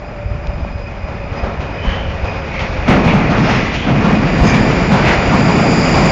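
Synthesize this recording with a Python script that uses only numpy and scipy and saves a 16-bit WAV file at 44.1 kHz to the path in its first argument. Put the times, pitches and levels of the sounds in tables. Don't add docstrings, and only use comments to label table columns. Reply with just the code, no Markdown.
import sys
import numpy as np
from scipy import signal
from scipy.fft import rfft, irfft
from scipy.io import wavfile
from scipy.ndimage import uniform_filter1d

SR = 44100
rng = np.random.default_rng(int(sys.argv[2]) if len(sys.argv) > 2 else 0)


def dump(signal):
    limited = np.clip(np.atleast_2d(signal).T, -1, 1)
    pcm = np.round(limited * 32767).astype(np.int16)
    wavfile.write(sys.argv[1], SR, pcm)


def nominal_scale(level):
    x = np.asarray(level, float) / 20
    return 10 ** x


N = 269451

# (time [s], level [dB])
GUSTS = [(0.0, -30.5), (0.54, -23.5), (1.1, -26.5), (1.41, -25.5), (1.77, -25), (2.07, -21), (2.52, -26),
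         (2.94, -19), (3.44, -23), (4.81, -20.5), (5.72, -24), (6.11, -16)]
# (frequency [Hz], density [dB per Hz])
EDDY_SPECTRUM = [(8.8, -49), (15, -12.5), (32, -5), (49, 0), (97, -5.5), (198, -14), (260, -34), (340, -67),
                 (570, -120)]
# (time [s], level [dB], flange grind [dB])
ROLLING_LEVELS = [(0, -31.5, 1), (.2, -31.5, 1), (.95, -33, 0), (1.45, -27, -1.5), (1.75, -27.5, -0.5),
                  (2.45, -28.5, -1.5), (2.865, -24.5, -0.5), (2.885, -15, 0), (3.26, -21.5, -2),
                  (3.5, -17.5, 3.5), (3.82, -26, 1), (3.9, -19.5, -3), (4.02, -21.5, -2.5), (4.3, -20, -1),
                  (4.65, -17.5, -1), (5.2, -18.5, 3), (5.45, -16.5, -1), (6.11, -16, 1)]
ROLLING_CENTRES_HZ = (178, 700, 3000)
# (frequency [Hz], density [dB per Hz])
ROLLING_SPECTRUM = [(90, -14), (130, -0.5), (220, 1.5), (290, -2.5), (520, 0), (750, 3), (920, -4),
                    (1150, -0.5), (1700, -4), (2300, 1), (2900, -11.5), (4200, -16.5), (5500, -19.5),
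                    (7200, -31.5)]
# (frequency [Hz], width [Hz], level [dB])
CLEAN_TONES = [
    (2490, 60, 0),
    (4975, 110, -7),
    (7478, 20, -30),
]
# (frequency [Hz], width [Hz], level [dB])
FIRST_SIDEBANDS = [(2412, 170, 2.5), (2267, 170, -1.5)]
# (frequency [Hz], width [Hz], level [dB])
UPPER_SIDEBANDS = [(4790, 280, -7.5), (4865, 400, -3), (4930, 1200, -9), (7160, 140, -8), (7210, 810, -3.5),
                   (8700, 350, 3)]
# (time [s], upper sideband level [dB])
CONVERTER_LOAD = [(0, -58.5), (2.0, -63), (2.9, -59.5), (4.0, -50), (4.5, -33.5), (5, -38), (5.4, -33),
                  (5.8, -26.5), (6.11, -27.5)]
# (middle [s], peak [dB], frequency [Hz])
PORT_THUMPS = [(0.264, -11.5, 72), (0.318, -11, 75), (0.354, -13.5, 94), (0.493, -10.5, 48.7),
               (0.559, -13.5, 58), (0.631, -15, 60), (0.762, -19, 76), (1.045, -13, 60.5),
               (1.322, -11.5, 75), (1.438, -10, 65.6), (1.599, -15, 71.5), (1.883, -6, 48.7),
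               (1.919, -14, 67.6), (2.088, -16, 75), (2.242, -10, 55), (2.62, -15.5, 70.6),
               (2.663, -18, 58.4), (2.728, -17, 59.6), (2.79, -14, 60.6), (2.84, -16, 56),
               (2.902, -9, 83.6), (3.069, -7, 77.8), (4.423, -2.5, 56.8), (4.515, -16, 98),
               (4.612, -10, 93), (5.085, -8.5, 72), (5.189, -9.5, 59.5), (5.286, -7.5, 65.3),
               (5.348, -11, 99.5), (5.962, -13, 82.5)]
# (time [s], peak [dB], centre [Hz], width [Hz])
LOOSE_TICKS = [
    (0.4714, -19, 2400, 2400),
    (0.6485, -15, 650, 300),
    (0.9119, -30, 2500, 2500),
    (2.2394, -20, 800, 500),
]
# (time [s], clank [dB], thud [dB], knock [dB])
JOINT_BLOWS = [(0.5706, -36, -23, -35), (0.6719, -33, -29.5, -34), (0.9109, -32, -37, -33.5),
               (1.0745, -31, -29, -27.5), (1.3201, -23, -28, -24), (1.431, -26, -22.5, -19),
               (1.5993, -17, -32, -24), (1.8364, -26, -18.5, -22.5), (1.9119, -23, -30, -21.5),
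               (2.2386, -18, -28.5, -20.5), (2.5284, -22, -31, -33), (2.59, -5.5, -23, -19),
               (2.8764, -3.5, -10, -8), (3.037, -12.5, -8, -12), (3.1311, -12.5, -6, -13.5),
               (3.2973, -10.5, -11, -16.5), (3.373, -13, -5.5, -20.5), (3.4904, -4, -9.5, -14.5),
               (3.7361, -2.5, -19.5, -29), (3.8627, -25, -10.5, -20.5), (4.0374, -18, -7, -10),
               (4.3771, -17.5, -10.5, -17), (4.4644, -6.5, -6, -16), (4.5344, -2, -16, -14),
               (4.9132, -8.5, -5, -7.5), (5.0777, -2.5, -18.5, -10), (5.3272, -11.5, -9, -14),
               (5.4815, -18, -11, -11.5), (5.7003, -12.5, -11, -22), (5.9384, -9.5, -8, -9)]
# (middle [s], half length [s], frequency [Hz], width [Hz], level [dB])
FLANGE_SCRAPES = [(1.922, .11, 3035, 172.8, -31), (2.05, 0.075, 3000, 300, -35),
                  (3.6, 0.11, 2000, 59.7, -31), (5.799, 0.16, 1900, 88.5, -39),
                  (1.915, 0.079, 1730, 1389, -28), (2.925, 0.054, 2110, 885, -20.5),
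                  (2.60, 0.088, 2140, 700, -27), (2.658, 0.15, 4400, 2315, -43),
                  (3.2, 0.052, 900, 905, -29), (2.99, 0.042, 177, 72, -8.5), (2.9, 0.019, 230, 65, -12),
                  (4.159, 0.084, 230, 71, -14.5), (3.345, 0.031, 1257, 700, -19.5),
                  (3.505, 0.083, 5100, 830, -35.5), (3.2, 0.073, 2100, 610, -24.5),
                  (3.821, 0.11, 3120, 700, -31), (3.1, 0.037, 2274, 900, -18),
                  (4.481, 0.037, 5100, 410, -30.5), (4.486, 0.04, 6400, 890, -32.5),
                  (4.523, 0.05, 2360, 123, -21.5), (4.548, 0.098, 1800, 430, -23),
                  (4.95, 0.026, 940, 760, -21), (5.098, 0.057, 1860, 980, -16),
                  (5.338, 0.029, 896, 750, -16.5)]


def rms_one(x):
    return x / np.sqrt(np.mean(x ** 2) + 1e-20)


def in_time(rows):
    time_s, *columns = np.transpose(rows)
    return [np.interp(np.arange(N) / SR, time_s, column) for column in columns]


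def at_hz(points, hz):
    point_hz, point_db = np.transpose(points)
    return np.interp(np.log(hz), np.log(point_hz), point_db)


def drift(rate_hz):
    r = np.exp(-80 * np.pi * rate_hz / SR)
    white = rng.standard_normal(N // 40 + 2002)
    slow = signal.lfilter([1], [1, -2 * r, r * r], white)[2000:]
    return np.interp(np.arange(N) / 40, np.arange(len(slow)), rms_one(slow))


def band(x, low_hz, high_hz):
    edges_hz = [low_hz, min(high_hz, .45 * SR)]
    return signal.sosfilt(signal.butter(2, edges_hz, "band", fs=SR, output="sos"), x)


def resonance(x, hz, width_hz):
    r = np.exp(-np.pi * width_hz / SR)
    gain = (1 - r * r) / 2
    return signal.lfilter([gain, 0, -gain], [1, -2 * r * np.cos(2 * np.pi * hz / SR), r * r], x)


def coloured(spectrum):
    hz = np.maximum(np.fft.rfftfreq(N, 1 / SR), 1)
    return rms_one(irfft(rfft(rng.standard_normal(N)) * nominal_scale(at_hz(spectrum, hz)), N))


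def buffet():
    level_db, = in_time(GUSTS)
    eddies = coloured([(8, -40)] + list(EDDY_SPECTRUM) + [(600, -70)])
    evened = eddies / np.sqrt(.15 + uniform_filter1d(eddies ** 2, size=2600))
    lumpy = evened * nominal_scale(0.59 * drift(4.4))
    return nominal_scale(level_db) * rms_one(lumpy)


def rolling_levels_db():
    near_slab_s, boom_far_db, boom_near_db = 2.875, -5.5, 4
    ring_start_db, ring_rise_db_per_s, ring_full_s = -44, 6.0, 3.65
    boom_tilt, ring_tilt, ring_follows, roar_db = 1.1, 1, 0.63, -1
    t = np.arange(N) / SR
    roll_db, grind_db = in_time(ROLLING_LEVELS)
    boom_db = roll_db - boom_tilt * grind_db + np.where(t < near_slab_s, boom_far_db, boom_near_db)
    swing_db = roll_db - uniform_filter1d(roll_db, size=SR, mode="nearest")
    nearness_db = ring_start_db + ring_rise_db_per_s * np.minimum(t, ring_full_s)
    ring_db = nearness_db + ring_follows * swing_db + ring_tilt * grind_db
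    return np.array([boom_db, roll_db + roar_db, ring_db])


def rolling():
    centres_hz = np.array(ROLLING_CENTRES_HZ)
    width_db = 10 * np.log10(centres_hz * [1.0, 1.3, .5])
    density_db = rolling_levels_db() - width_db[:, None]
    edges_hz = 90 * 2 ** np.arange(0, 6.7, 1 / 3)
    white = rng.standard_normal((2, N))
    together = drift(12)
    out = np.zeros(N)
    for k, (low_hz, high_hz) in enumerate(zip(edges_hz, edges_hz[1:])):
        hz = np.sqrt(low_hz * high_hz)
        place = np.interp(np.log(hz), np.log(centres_hz), [0, 1, 2])
        shares = np.maximum(1 - abs(place - np.arange(3)), 0)
        level_db = shares @ density_db + at_hz(ROLLING_SPECTRUM, hz)
        flicker_db = 0.99 * together + 0.7 * drift(18.0) + 0.5
        out += nominal_scale(level_db + flicker_db) * band(white[k % 2], low_hz, high_hz)
    return out * np.sqrt(SR / 2)


def motor():
    start_hz, fall_hz_per_s = 591, 24
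    start_db, rise_db_per_s = -37, 0.84
    t = np.arange(N) / SR
    level_db = start_db + rise_db_per_s * t
    hz = start_hz - fall_hz_per_s * t
    fade = np.clip((3.2 - t) / 0.45, 0, 1)
    first = np.sin(2 * np.pi * np.cumsum(hz + 6 * drift(20)) / SR)
    second = np.sin(2 * np.pi * np.cumsum(1.075 * hz + 14 * drift(20)) / SR)
    both = nominal_scale(2.5 * drift(14)) * first + nominal_scale(-9 + 3 * drift(7)) * second
    return np.sqrt(2) * fade * nominal_scale(level_db) * both


def converter():
    tone_start_db, tone_rise_db_per_s = -49.5, 3.7
    tone_ends_s, tone_fall_db_per_s = 3.5, 3.5
    cluster_start_db, cluster_rise_db_per_s = -52, 3.5
    overtone_fade_db_per_s = 2.5
    t = np.arange(N) / SR
    rise_db = tone_rise_db_per_s * np.minimum(t, tone_ends_s)
    fall_db = tone_fall_db_per_s * np.maximum(t - tone_ends_s, 0)
    tone_db = tone_start_db + rise_db - fall_db + 3.1 * drift(5.0)
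    first_db = cluster_start_db + cluster_rise_db_per_s * t
    upper_db, = in_time(CONVERTER_LOAD)
    groups = [(tone_db, CLEAN_TONES, overtone_fade_db_per_s),
              (first_db, FIRST_SIDEBANDS, 0),
              (upper_db, UPPER_SIDEBANDS, 0)]
    out = np.zeros(N)
    for level_db, modes, fade_db_per_s in groups:
        for hz, width_hz, mode_db in modes:
            fade_db = fade_db_per_s * t if mode_db < 0 else 0
            once = resonance(rng.standard_normal(N), hz, width_hz)
            out += nominal_scale(level_db + mode_db - fade_db) * rms_one(resonance(once, hz, width_hz))
    return out


def thumps():
    half = SR // 20
    out, t = np.zeros(N), np.arange(-half, half) / SR
    for middle_s, peak_db, hz in PORT_THUMPS:
        shape = np.exp(-(t * hz / 0.53) ** 2)
        start = round(middle_s * SR) - half
        out[start:][:len(t)] -= nominal_scale(peak_db + 2.0) * shape * np.sin(2 * np.pi * hz * t)
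    return out


def ticks():
    out, contact = np.zeros(N), signal.unit_impulse(600)
    for time_s, peak_db, hz, width_hz in LOOSE_TICKS:
        snap = resonance(resonance(contact, hz, width_hz), hz, 2 * width_hz)
        out[round(time_s * SR):][:600] += nominal_scale(peak_db) * snap / abs(snap).max()
    return out


def joints():
    clank_hz, tunnel_t60_s = 1980, 0.49
    out, t = np.zeros(N + SR), np.arange(SR) / SR
    for time_s, clank_db, thud_db, knock_db in JOINT_BLOWS:
        white = rng.standard_normal(SR)
        thud = band(white, 115, 256) + .6 * resonance(white, 205, 50)
        knock = band(white, 230, 1070)
        clank = resonance(resonance(white, clank_hz, 1600), clank_hz, 1600)
        clank = clank + .08 * band(white, 1500, 6900)
        # (sound, level [dB], T60 [s], rise [s])
        parts = [(thud, thud_db - 2, 1.5 * tunnel_t60_s, .006),
                 (knock, knock_db - 2.5, 1.44 * tunnel_t60_s, .003),
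                 (clank, clank_db - 16, 0.51 * tunnel_t60_s, .005)]
        for sound, level_db, t60_s, rise_s in parts:
            shape = (1 - np.exp(-t / rise_s)) * nominal_scale(-60 * t / t60_s)
            out[round(time_s * SR):][:SR] += nominal_scale(level_db) * rms_one(sound) * shape
    return out[:N]


def scrapes():
    half = SR // 4
    out, t = np.zeros(N), np.arange(-half, half) / SR
    for middle_s, half_s, hz, width_hz, level_db in FLANGE_SCRAPES:
        white = rng.standard_normal(len(t))
        ringing = rms_one(resonance(resonance(white, hz, width_hz), hz, width_hz))
        swell = np.exp(-abs(t / half_s) ** 3)
        out[round(middle_s * SR) - half:][:len(t)] += nominal_scale(level_db) * ringing * swell
    return out


def scene():
    air = buffet() + thumps()
    wheels = rolling() + joints() + scrapes() + ticks()
    drive = motor() + converter()
    return (air + wheels + drive)[None]


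def band_limit(x):
    return signal.sosfilt(signal.butter(12, 15870, fs=SR, output="sos"), x)


def record(dry):
    overload, ceiling = 1.15, .715
    top_opens_db, top_db = -12, -20
    squashed = overload * np.tanh(dry / overload)
    cut = signal.sosfilt(signal.cheby2(10, 36, 7680, fs=SR, output="sos"), squashed)
    cut = signal.sosfilt(signal.butter(6, 9300, fs=SR, output="sos"), cut)
    level_db = 10 * np.log10(uniform_filter1d(squashed ** 2, size=3000) + 1e-12)
    gate = np.clip((level_db - top_opens_db) / 2, 0, 1)
    top = band(band(squashed, 7400, 8300), 7400, 8300) * gate
    clipped = np.clip(cut + nominal_scale(top_db) * top, -ceiling, ceiling)
    return band_limit(clipped)


dry = scene()
out = record(dry)
dump(out)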